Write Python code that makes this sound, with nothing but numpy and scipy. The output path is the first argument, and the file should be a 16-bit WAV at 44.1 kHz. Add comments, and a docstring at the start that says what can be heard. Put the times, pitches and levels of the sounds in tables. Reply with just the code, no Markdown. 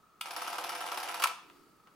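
"""In a quiet room, a small hand-held film camera runs for a second close to the microphone.
The trigger clicks, the gears whirr and hum, and the film claw ticks about 18 times a second.
The mechanism stops with a loud clack; then the hands shift and tap on the case.
Each impact or rub is a noise excitation filtered by the resonances of the case or a broad spectrum.
The room adds a short reverberation to the impacts and the gear rattle, over a faint steady noise."""
import sys
import numpy as np
from scipy import signal
from scipy.fft import rfft, irfft, next_fast_len
from scipy.io import wavfile
from scipy.ndimage import map_coordinates

SR = 44100
rng = np.random.default_rng(int(sys.argv[2]) if len(sys.argv) > 2 else 0)


def master(y):
    """Save y as 16-bit WAV."""
    cut = np.clip(np.atleast_2d(y).T, -1, 1)
    pcm = np.round(cut * 32767)  # scale
    wavfile.write(sys.argv[1], SR, pcm.astype(np.int16))


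N = 85995
TIME = np.arange(N) / SR


def amp(db):
    """Amplitude ratio: a factor of ten for every 20 dB."""
    return 10 ** (np.asarray(db) / 20)


def unit_rms(x):
    """Normalisation to a mean power of one."""
    return x / np.sqrt(np.mean(x ** 2) + 1e-20)


def over_frequency(points, hz):
    """Interpolation of (frequency, value) points on a logarithmic frequency axis."""
    f, v = np.transpose(points)
    return np.interp(np.log(hz + 1), np.log(f + 1), v)


def over_time(points):
    """Linear interpolation of (time, value) points at every sample."""
    return np.interp(TIME, *np.transpose(points))


def wobble(rate):
    """Slow random modulation: a spline through `rate` random values a second."""
    return map_coordinates(rng.standard_normal(int(N * rate / SR) + 4), [TIME * rate])


# The sound at the two microphones. Each row: frequency in Hz, left-right coherence from 0 to 1.
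COHERENCE = [(100, 0.52), (600, 0.84), (1400, 0.73), (3000, 0.52), (12000, 0.54)]
# Each row: frequency in Hz, left minus right level in dB.
BALANCE = [(100, 0.5), (380, -3), (1300, 0.5), (2400, -1.5), (4400, 0.4), (8100, 3), (15000, 3)]

def coloured(pair, spectrum, modes=()):
    """Source-filter principle: two independent signals pass a minimum-phase filter into stereo."""
    size = 2 * next_fast_len(N)
    hz = np.fft.rfftfreq(size, 1 / SR)
    peaks = sum(amp(db) ** 2 / (1 + (2 * (hz - centre) / width) ** 2) for centre, width, db in modes)
    gain = unit_rms(amp(over_frequency(spectrum, hz)) * np.sqrt(1 + peaks))
    cepstrum = irfft(np.log(gain + 1e-6))
    cepstrum[1:size // 2] *= 2  # folding the cepstrum makes the filter causal
    cepstrum[size // 2 + 1:] = 0
    spread = np.arccos(np.clip(over_frequency(COHERENCE, hz), 0, 1)) / 2
    mid, side = rfft(pair, size) * np.exp(rfft(cepstrum)) * [np.cos(spread), np.sin(spread)]
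    lean = amp(over_frequency(BALANCE, hz) / 2)
    return irfft(np.array([(mid + side) * lean, (mid - side) / lean]), size)[:, :N]


# Background spectrum. Each row: frequency in Hz, relative spectral level in dB.
AIR_SPECTRUM = [(25, -13), (70, -15), (140, -7), (190, -4), (260, -8), (450, -11.5), (600, -14),
                (1050, -12.5), (1290, 1.5), (1480, -15.5), (2000, -19.5), (5000, -26), (14000, -31),
                (15800, -24)]

def room_noise(level_db=-65):
    """Stationary noise: a narrow spectral peak is heard as a fan-like whine."""
    return amp(level_db) * coloured(rng.standard_normal((2, N)), AIR_SPECTRUM)


# Decay of the room's tail. Each row: frequency in Hz, 60 dB decay time (T60) in seconds.
ROOM_T60 = [(200, 0.43), (1200, 0.47), (3500, 0.49), (7000, 0.41), (14000, 0.26)]
# Reflected sound. Each row: frequency in Hz, left-right coherence from 0 to 1.
ROOM_COHERENCE = [(150, 0.52), (400, 0.83), (750, 0.97), (1400, 0.82), (3000, 0.85), (12000, 0.79)]

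def reverberation(x, early_t60, early_db=-9, tail_db=-6.5, delay_s=.007):
    """Convolution with a room response: the table and near walls reflect first, then a tail decays."""
    hz, t, noise = signal.stft(rng.standard_normal((2, SR * 3 // 4)), SR, nperseg=256)
    tail = amp(-60 * t / over_frequency(ROOM_T60, hz)[:, None])
    early = amp(-60 * t / early_t60)
    fade = np.hypot(amp(tail_db) * unit_rms(tail), amp(early_db) * unit_rms(early))
    spread = np.arccos(np.clip(over_frequency(ROOM_COHERENCE, hz), 0, 1))[:, None] / 2
    mid, side = signal.istft(noise * fade * [np.cos(spread), np.sin(spread)], SR, nperseg=256)[1]
    response = np.array([mid + side, mid - side]) / np.sqrt(len(mid))
    delayed = np.pad(x, ((0, 0), (round(delay_s * SR), 0)))
    return signal.fftconvolve(delayed, response, axes=1)[:, :N]


# Hands sliding on the case. Each row: time in seconds, level in dB.
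RUB_LEVEL = [(1.2, -96), (1.42, -66.5), (1.57, -63.5), (1.72, -68.5), (1.85, -70.5), (1.95, -72)]
# Each row: frequency in Hz, relative spectral level in dB.
RUB_SPECTRUM = [(30, -20.5), (180, -21), (290, -0.5), (400, -2.5), (560, -19), (1200, -16), (2000, -20.5),
                (3800, -24.5), (4600, -18.5), (5600, -26), (15000, -29)]

def hand_rub(uneven_db=1.3):
    """Friction noise: skin slides softly and unevenly over the case."""
    friction = rng.standard_normal((2, N)) * amp(over_time(RUB_LEVEL) + uneven_db * wobble(10))
    return coloured(friction, RUB_SPECTRUM)


# Case resonances. Each row: frequency in Hz, bandwidth in Hz, peak in dB relative to the broad spectrum.
CASE_MODES = [(336.4, 31, 5), (365, 30, 2.5), (499, 10, 14.5), (574.5, 9.5, 13.5), (690.6, 34, 7),
              (765, 104, -1), (903, 115, 4.5), (1012, 33, 0.5), (1308, 84, 9.5), (1583, 31, 7.5),
              (2313, 33, 4), (2535, 58, -1), (2890, 450, 0.5)]

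def struck_case(contacts, spectrum, rise_s=0.00042):
    """Impact excitation: each contact is a decaying burst of chatter that rings the modes of the case."""
    force = np.zeros((2, N + SR))
    t = np.arange(SR // 10) / SR
    rise = 1 - np.exp(-t / rise_s)
    for start, db, t60 in contacts:
        burst = rise * amp(db - 60 * t / t60) * rng.standard_normal((2, len(t)))
        force[:, round(start * SR):][:, :len(t)] += burst
    return coloured(force[:, :N], spectrum, CASE_MODES)


# Fingers landing on the case. Each row: start in seconds, level in dB, T60 in seconds.
TAP_CONTACTS = [(1.499, -43.5, 0.015), (1.8715, -52, 0.046)]
# Each row: frequency in Hz, relative spectral level in dB.
TAP_SPECTRUM = [(100, -36), (550, -15), (800, -1), (1300, -2), (2500, -7), (5000, -17), (9000, -25),
                (15000, -34)]

def finger_taps():
    """Soft impact: a fingertip excites the case with little treble."""
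    return struck_case(TAP_CONTACTS, TAP_SPECTRUM)


# Drive of the gear train, from start to stop. Each row: time in seconds, gain in dB.
MOTOR_EFFORT = [(.215, -20), (.258, -2.5), (.32, -5), (.42, -0.5), (.8, 0), (1.2, -0.5), (1.3, -1.5),
                (1.345, -42)]
MOTOR_ON_S, MOTOR_OFF_S = MOTOR_EFFORT[0][0], MOTOR_EFFORT[-1][0]
# Gear tones. Each row: frequency in Hz, level in dB at full effort.
GEAR_TONES = [(345, -71), (497, -69), (571, -61)]

def gear_hum(flutter_db=1.5, pitch_waver=0.01067):
    """Periodic vibration: the turning gears sing a few tones that waver in level and pitch."""
    tones = np.zeros(N)
    for hz, db in GEAR_TONES:
        level = amp(db + flutter_db * wobble(19.2))
        phase = 2 * np.pi * hz * np.cumsum(1 + pitch_waver * wobble(20)) / SR
        tones += level * np.sin(phase)
    turning = (TIME > MOTOR_ON_S) & (TIME < MOTOR_OFF_S)
    return np.ones((2, 1)) * tones * amp(over_time(MOTOR_EFFORT)) * turning


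# Whirr of the gears. Each row: frequency in Hz, relative spectral level in dB.
GEAR_SPECTRUM = [(60, -43.5), (200, -24), (320, -11.5), (610, -12.5), (720, 0), (1200, -3.5), (1700, -7.5),
                 (3000, -7.5), (4100, -14), (5500, -15), (7000, -19), (10500, -19), (15000, -41)]

def gear_rattle(level_db=-44.5, teeth_per_s=420, jitter_s=.0008, scatter_db=2.5, tooth_t60=0.0096,
                load_db=6.5, load_decay_s=0.024):
    """Backlash: loose teeth rattle the case, harder under the load of each pull on the film."""
    times = np.arange(MOTOR_ON_S, MOTOR_OFF_S, 1 / teeth_per_s)
    timing, strength = rng.standard_normal((len(times), 2)).T
    samples = ((times + jitter_s * timing) * SR).astype(int)
    impulses = np.bincount(samples, amp(scatter_db * strength), N)[:N]
    contact = signal.fftconvolve(impulses, amp(-60 * TIME[:SR // 20] / tooth_t60))[:N]
    contact /= np.sqrt(np.sum(contact ** 2) / (SR * (times[-1] - times[0])))  # unit power while running
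    load = sum((TIME > start) * np.exp(-abs(TIME - start) / load_decay_s) for start, _ in CLAW_STROKES)
    envelope = contact * amp(level_db + over_time(MOTOR_EFFORT) + load_db * load)
    return coloured(envelope * rng.standard_normal((2, N)), GEAR_SPECTRUM, CASE_MODES)


# The trigger being pressed. Each row: start in seconds, level in dB, T60 in seconds.
TRIGGER_CONTACTS = [(.2095, -35, 0.026), (.211, -24.5, 0.022), (.2185, -42, 0.011)]
# Each row: frequency in Hz, relative spectral level in dB.
TRIGGER_SPECTRUM = [(100, -33), (550, -42), (850, -4), (1350, -1.5), (1700, -13), (2200, -1), (3400, 3),
                    (4200, -11), (4950, -4.5), (5700, -13.5), (8500, -7.5), (10600, -3.5), (15500, -15)]

def trigger_click():
    """Temporal fusion: three hard contacts within 10 ms are heard as one bright click."""
    return struck_case(TRIGGER_CONTACTS, TRIGGER_SPECTRUM)


# One pull of the film per frame. 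Each row: start in seconds, gain in dB.
CLAW_STROKES = [(0.2569, -6.5), (0.3076, 0), (0.3631, 0.5), (.4178, 1.5), (0.474, 2), (0.5279, -0.5),
                (0.5826, 0), (0.6393, .5), (0.6927, 1.5), (0.7501, -0.5), (0.8059, -1), (.862, -2.5),
                (0.917, .5), (0.9737, 1.5), (1.030, -1), (1.086, -1.5), (1.142, -0.5), (1.1973, 3)]
# The claw engages, rebounds and returns. Each row: delay in the stroke in seconds, level in dB,
# T60 in seconds.
CLAW_CYCLE = [(0, -36, 0.038), (.0045, -41, .03), (.0265, -43.5, 0.068)]
# Spectra of the tick, thump and spring. Each row: frequency in Hz, relative spectral level in dB.
TICK_SPECTRUM = [(100, -38), (500, -25.5), (750, -2), (1200, -9), (1700, -2.5), (3000, -5), (4100, -5.5),
                 (5500, -1.5), (6700, -14.5), (9200, -12), (10400, -6.5), (12600, -11.5), (14100, -7),
                 (15500, -25)]
THUMP_SPECTRUM = [(100, -51), (580, -18.5), (720, -2.5), (1000, -1), (1330, -0.5), (1650, -13.5),
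                  (3000, -21.5), (6000, -20), (15000, -44)]
SPRING_SPECTRUM = [(1000, -33), (9000, -37), (9900, 10.5), (10500, 15), (11100, -27), (12000, -20),
                   (15500, -8)]

def film_claw(scatter_db=1.5):
    """Intermittent motion: at every stroke the claw ticks, the case thumps and the spring rings."""
    def each_stroke(lag_s, db, t60):
        return [(start + lag_s, gain + db, t60) for start, gain in CLAW_STROKES]

    ticks = [(start + lag_s, gain + db + scatter_db * rng.standard_normal(), t60)
             for start, gain in CLAW_STROKES for lag_s, db, t60 in CLAW_CYCLE]
    return (struck_case(ticks, TICK_SPECTRUM)
            + struck_case(each_stroke(lag_s=0.002967, db=-34, t60=0.033), THUMP_SPECTRUM)
            + struck_case(each_stroke(lag_s=0.0068, db=-48, t60=0.073), SPRING_SPECTRUM))


# Sharp catch contacts and dull case knocks. Each row: start in seconds, level in dB, T60 in seconds.
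CATCH_CONTACTS = [(1.221, -27.5, 0.087), (1.2375, -17, 0.043), (1.240, -15.5, 0.0083), (1.248, -45, 0.012),
                  (1.2715, -26, 0.027)]
KNOCK_CONTACTS = [(1.2245, -30, 0.024), (1.2285, -22.5, 0.0096), (1.24, -22.5, 0.028), (1.2555, -23, 0.016),
                  (1.258, -19.5, 0.01), (1.279, -32, 0.019), (1.3135, -30, 0.011), (1.385, -44, 0.017)]
# Their spectra. Each row: frequency in Hz, relative spectral level in dB.
CATCH_SPECTRUM = [(100, -33), (550, -19.5), (1100, 2.5), (1700, -1.5), (2600, 2), (3700, -6), (5200, -3.5),
                  (6500, -9), (11500, -6.5), (13300, -10.5), (15500, -17)]
KNOCK_SPECTRUM = [(100, -31), (300, -17), (580, -19.5), (750, 2.5), (1150, 6.5), (1600, -8.5), (2600, -8),
                  (4500, -12), (8000, -43), (15000, -38)]

def stop_clack():
    """Transfer of momentum: the catch arrests the mechanism and the case knocks."""
    return struck_case(CATCH_CONTACTS, CATCH_SPECTRUM) + struck_case(KNOCK_CONTACTS, KNOCK_SPECTRUM)


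def scene(stop_reverb_db=-3):
    """Superposition of direct and reflected sound; the stop is a little drier than the running camera."""
    running = film_claw() + gear_rattle() + trigger_click() + finger_taps()
    stop = stop_clack()
    reflected = reverberation(running, early_t60=0.072)
    reflected += amp(stop_reverb_db) * reverberation(stop, early_t60=0.074)
    return running + stop + reflected + gear_hum() + hand_rub() + room_noise()


def record(dry, left_lead_s=.000011, top_hz=15850):
    """Arrival-time difference and band limiting: the left channel leads, and the top treble is cut."""
    size = next_fast_len(N + SR // 2)
    hz = np.fft.rfftfreq(size, 1 / SR)
    time_shift = np.exp(np.outer([1, -1], 1j * np.pi * hz * left_lead_s))
    return irfft(rfft(dry, size) * time_shift * (hz < top_hz), size)[:, :N]


dry = scene()
out = record(dry)
master(out)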